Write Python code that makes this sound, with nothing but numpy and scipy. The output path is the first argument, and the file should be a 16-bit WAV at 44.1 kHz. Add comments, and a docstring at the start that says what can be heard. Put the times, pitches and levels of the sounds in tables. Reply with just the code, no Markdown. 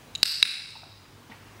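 """Ventilation, mains hum and a thin whine fill a large hall. A few steps away a thumb loads a
dog-training clicker: its steel tongue creaks, then snaps through, and the gain control ducks the air.
A fifth of a second later the tongue is let go and snaps back. Each snap overloads the recorder with a
dull low thump; the walls return the snaps and ring on.
Faint taps of dog and handler follow while the gain creeps back up."""
import sys
import numpy as np
from scipy import signal
from scipy.fft import rfft, irfft
from scipy.io import wavfile
from scipy.ndimage import uniform_filter1d

SR = 44100
rng = np.random.default_rng(int(sys.argv[2]) if len(sys.argv) > 2 else 0)


def materialize(psi):
    """Save the field psi as 16-bit PCM at rate SR to the path in sys.argv[1].

    A 1-D psi becomes a single channel; in a 2-D psi each row is a channel.
    """
    bounded = np.clip(np.atleast_2d(psi).T, -1, 1)
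    quanta = np.round(bounded * 32767).astype(np.int16)
    wavfile.write(sys.argv[1], SR, quanta)


N = 70560

# ventilation spectrum (f/Hz, level/dB)
AIR_SPECTRUM = [(20, -45), (45, -10), (90, -6), (130, -3.5), (200, -8.5), (320, -9), (600, -12),
                (1100, -12.5), (1600, -16), (3000, -19), (5500, -24.5), (8500, -28), (13000, -33.5),
                (14500, -36), (15700, -27)]
# mains hum bands (f/Hz, rms level/dB, width/Hz)
HUM_BANDS = [(53.8, -66, 4), (100.6, -56.5, 13.4), (148.2, -62.5, 5.8), (239.7, -65, 8)]
# distinct reflections from floor, ceiling and walls (delay/s, level/dB)
HALL_ECHOES = [(.0062, -26), (0.024, -24), (0.0269, -18.5), (0.027, -17), (0.028, -26.5), (0.033, -36),
               (0.047, -23.5), (0.0865, -25.5), (.0885, -28.5)]
# decay of the hall's tail (f/Hz, t60/s)
TAIL_DECAY = [(300, 1.3), (1500, 0.76), (2600, 0.92), (4000, 0.96), (5200, 1.2), (8000, 1.03), (12000, 0.5),
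              (16000, 0.37)]
# colour of the hall's tail (f/Hz, level/dB)
TAIL_COLOUR = [(300, -1), (900, 1), (1550, 5.5), (2650, 1.5), (3200, -3), (3850, -2), (4500, 2.5),
               (5200, 3), (6100, -3.5), (8000, 2), (12000, 6.5), (16000, 10)]
# taps and scuffs of paws, mouth and hands (t/s, level/dB, f/Hz, width/Hz, decay/s)
SOFT_TAPS = [(0.704, -45.5, 7200, 5000, .002), (0.754, -41.5, 915, 132, 0.0063),
             (.763, -39.5, 950, 170, 0.0017), (.831, -42.5, 794, 170, 0.006),
             (.832, -44.5, 1330, 700, .003), (.864, -49.5, 290, 352, 0.012),
             (1.052, -52.5, 2240, 2480, 0.007), (1.22, -52, 1075, 245, .004), (1.293, -45, 253, 124, 0.016),
             (1.295, -47, 790, 700, 0.006), (1.298, -52.5, 2960, 4530, 0.038),
             (1.318, -42.5, 2035, 495, 0.0059), (1.319, -51, 895, 150, 0.013),
             (1.312, -49, 2140, 1910, 0.051), (1.592, -50.5, 1960, 1520, 0.011)]
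# slips of the tongue as the thumb loads it (t/s, level/dB)
CREAK_SLIPS = [(.1514, -26.5), (.1524, -34.5), (.1537, -30.5), (.1558, -31), (.1571, -28)]
# modes that the slips ring (f/Hz, level/dB, t60/s)
CREAK_MODES = [(2806, -2, 0.021), (3040, -2, 0.011), (3780, 1.5, 0.014), (3894, 3.5, .012),
               (6810, 1, 0.0072), (7300, -7, 0.0058), (10560, -8, .004)]
# dull low thump of the recorder overloading at each snap (t/s, level/dB)
OVERLOAD_THUMPS = [(.2307, -8.5), (0.4275, -21.5)]
# contacts of the tongue as it is pressed through (t/s, level/dB)
PRESS_HITS = [(.2304, 8.5), (.2324, 2.5)]
# modes of the bent tongue in its plastic case (f/Hz, level/dB, t60/s)
BENT_MODES = [(1710, -22, 0.0057), (2320, -9.5, 0.0031), (2760, -10.5, 0.0099), (3968, -3, 0.0079),
              (4384, -2, 0.0075), (4765, -6, 0.0083), (7080, -35, .003), (7870, -13.5, 0.0054),
              (8384, -13, 0.0051), (9500, -22.5, 0.0051), (11500, -20.5, 0.0067), (12620, -21, 0.0069),
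              (15600, -28, .004)]
# contacts of the tongue as it springs back (t/s, level/dB)
RELEASE_HITS = [(0.4273, 7), (0.4291, -1.5)]
# modes of the relaxed tongue in its case (f/Hz, level/dB, t60/s)
RELAXED_MODES = [(1750, -13.5, 0.0046), (2340, -5.5, 0.0052), (2632, -6, 0.009), (3833, -6, 0.0084),
                 (3888, -2.5, .012), (4835, -13, 0.014), (5200, -20.5, 0.009), (7740, -19, 0.0064),
                 (9640, -16, 0.006), (10250, -20.5, 0.0068), (12500, -34, .0015)]

RADIATE_HZ, CREAK_LOW_HZ = 1290, 2510  # the small case radiates little bass; slips stir only upper modes
CONTACT_RISE_S, CRACK_DECAY_S, THUMP_S, TAP_RISE_S = 0.00022, 0.0018, 0.00012, .002
TAIL_DB, TAIL_GAP_S, TAIL_BUILD_S, TAIL_LUMP_DB = -7.5, 0.0094, 0.023, 1.5
PRESS_SEND_DB, CREAK_SEND_DB, TAP_SEND_DB = 2.5, -1, -2.5  # sends to the hall
AIR_DB, WHINE_DB, CRACK_DB = -51, -71.5, -28.5
AGC_THRESHOLD_DB, AGC_SLOPE, AGC_RECOVER_DB_PER_S, AGC_WINDOW_S = -7.5, 0.79, 5.5, 0.0014
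CEILING = 1.07


def amp(db):
    return 10 ** (np.asarray(db) / 20)


def unit(x):
    """Scales to rms 1."""
    return x / np.sqrt(np.mean(x ** 2) + 1e-20)


def curve(points, hz):
    """Reads a table on a log-frequency axis."""
    f, value = np.transpose(points)
    return np.interp(np.log(hz + 1), np.log(f + 1), value)


def add(mix, s, sound):
    """Mixes a sound in at s seconds."""
    part = mix[max(round(s * SR), 0):][:len(sound)]
    part += sound[:len(part)]


def low_cut(x, hz, order):
    return signal.sosfilt(signal.butter(order, hz, "high", fs=SR, output="sos"), x)


def band_noise(hz, width_hz):
    """Noise in one resonance, rms 1."""
    f = np.fft.rfftfreq(N, 1 / SR)
    spectrum = rfft(rng.standard_normal(N))
    return unit(irfft(spectrum / (1 + (2 * (f - hz) / width_hz) ** 4), N))


def ventilation():
    """A steady bed of air noise with faint drifting patches of colour."""
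    hz, _, spectra = signal.stft(rng.standard_normal(N), SR, nperseg=2048)
    patches = uniform_filter1d(rng.standard_normal(spectra.shape), size=16, axis=0)
    patches_db = unit(uniform_filter1d(patches, size=4, axis=1))
    colour = amp(curve(AIR_SPECTRUM, hz)[:, None] + patches_db)
    air = signal.istft(spectra * colour, SR, nperseg=2048)[1][:N]
    return amp(AIR_DB) * unit(air)


def mains_hum():
    """Low, wavering hum in narrow bands."""
    return sum(amp(db) * band_noise(hz, width_hz) for hz, db, width_hz in HUM_BANDS)


def whine(hz=14925, waver=.25):
    """A thin, nearly steady electronic tone."""
    tone = np.sqrt(2) * np.sin(2 * np.pi * hz * np.arange(N) / SR)
    return amp(WHINE_DB) * (tone + waver * band_noise(hz, width_hz=40))


def hall(send, reflections_per_s=4000):
    """The walls return a few distinct echoes, then a lumpy tail whose top end dies first."""
    size = 2 * SR
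    t = np.arange(size) / SR
    reflections = rng.choice([-1., 1.], size) * (rng.random(size) < reflections_per_s / SR)
    reflections *= amp(TAIL_LUMP_DB * np.clip(rng.standard_normal(size), -2, 2))
    hz, when, spectra = signal.stft(reflections, SR, nperseg=256)
    fade = 1000 ** (-when / curve(TAIL_DECAY, hz)[:, None])
    colour = amp(curve(TAIL_COLOUR, hz))[:, None]
    tail = signal.istft(spectra * fade * colour, SR, nperseg=256)[1][:size]
    tail *= 1 - np.exp(-np.maximum(t - TAIL_GAP_S, 0) / TAIL_BUILD_S)
    response = amp(TAIL_DB) * tail / np.linalg.norm(tail)
    for delay_s, db in HALL_ECHOES:
        add(response, delay_s, amp([db]))
    return signal.fftconvolve(send, response)[:N]


def soft_taps():
    """Dog and handler make small contacts, each a puff of noise in one resonance."""
    t, out = np.arange(SR // 5) / SR, np.zeros(N)
    for s, db, hz, width_hz, decay_s in SOFT_TAPS:
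        envelope = (1 - np.exp(-t / TAP_RISE_S)) * np.exp(-t / decay_s)
        puff = unit(envelope * band_noise(hz, width_hz)[:len(t)])
        crest = envelope.max() / np.sqrt(np.mean(envelope ** 2))
        add(out, s, amp(db) * puff / crest)
    return out


def overload_thump():
    """A one-sided pulse at each snap: the dull low thump of the recorder clipping asymmetrically."""
    age = np.arange(SR // 20) / SR / THUMP_S  # 1 at the peak
    out = np.zeros(N)
    for s, db in OVERLOAD_THUMPS:
        add(out, s, amp(db) * age * np.exp(1 - age))
    return out


def crack(contacts):
    """The buckling steel spits a very short burst of broad noise at each contact."""
    t, out = np.arange(SR // 50) / SR, np.zeros(N)
    for s, db in contacts:
        burst = np.exp(-t / CRACK_DECAY_S) * rng.standard_normal(len(t))
        add(out, s, amp(db + CRACK_DB) * burst)
    return low_cut(out, RADIATE_HZ, order=2)


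def tongue(contacts, modes, low_hz=RADIATE_HZ):
    """Each contact rings the steel tongue's modes for a few milliseconds."""
    t, out = np.arange(SR // 20) / SR, np.zeros(N)
    ring = sum(amp(db) * 1000 ** (-t / t60) * np.sin(2 * np.pi * hz * t) for hz, db, t60 in modes)
    ring *= 1 - np.exp(-t / CONTACT_RISE_S)
    for s, db in contacts:
        add(out, s, amp(db) * ring)
    return low_cut(out, low_hz, order=4)


def scene():
    """Creak, two snaps and small movements, direct and through the hall, over the room tone."""
    creak = tongue(CREAK_SLIPS, CREAK_MODES, CREAK_LOW_HZ)
    snaps = tongue(PRESS_HITS, BENT_MODES) + tongue(RELEASE_HITS, RELAXED_MODES)
    cracks = crack(PRESS_HITS + RELEASE_HITS)
    taps = soft_taps()
    direct = creak + snaps + overload_thump() + cracks + taps
    # of each snap's ring, only the main contact feeds the hall
    send = amp(PRESS_SEND_DB) * tongue(PRESS_HITS[:1], BENT_MODES)
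    send += tongue(RELEASE_HITS[:1], RELAXED_MODES)
    send += cracks + amp(CREAK_SEND_DB) * creak + amp(TAP_SEND_DB) * taps
    return (direct + hall(send) + ventilation() + mains_hum() + whine())[None]


def record(dry):
    """The camera's gain ducks at the snaps and creeps back; then soft overload, notch and high cut."""
    power = uniform_filter1d(dry[0] ** 2, round(AGC_WINDOW_S * SR))
    level_db = 10 * np.log10(abs(power) + 1e-12)
    duck_db = AGC_SLOPE * np.maximum(level_db - AGC_THRESHOLD_DB, 0)
    recovery_db = AGC_RECOVER_DB_PER_S * np.arange(N) / SR
    gain_db = recovery_db - np.maximum.accumulate(duck_db + recovery_db)  # instant attack, slow release
    ducked = dry * amp(gain_db)
    limited = ducked / (1 + (ducked / CEILING) ** 4) ** .25
    notched = signal.lfilter(*signal.iirnotch(w0=7450, Q=45, fs=SR), limited)
    high_cut = signal.firwin(511, cutoff=15800, window=("kaiser", 9), fs=SR)
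    return signal.oaconvolve(notched, high_cut[None], "same")


dry = scene()
out = record(dry)
materialize(out)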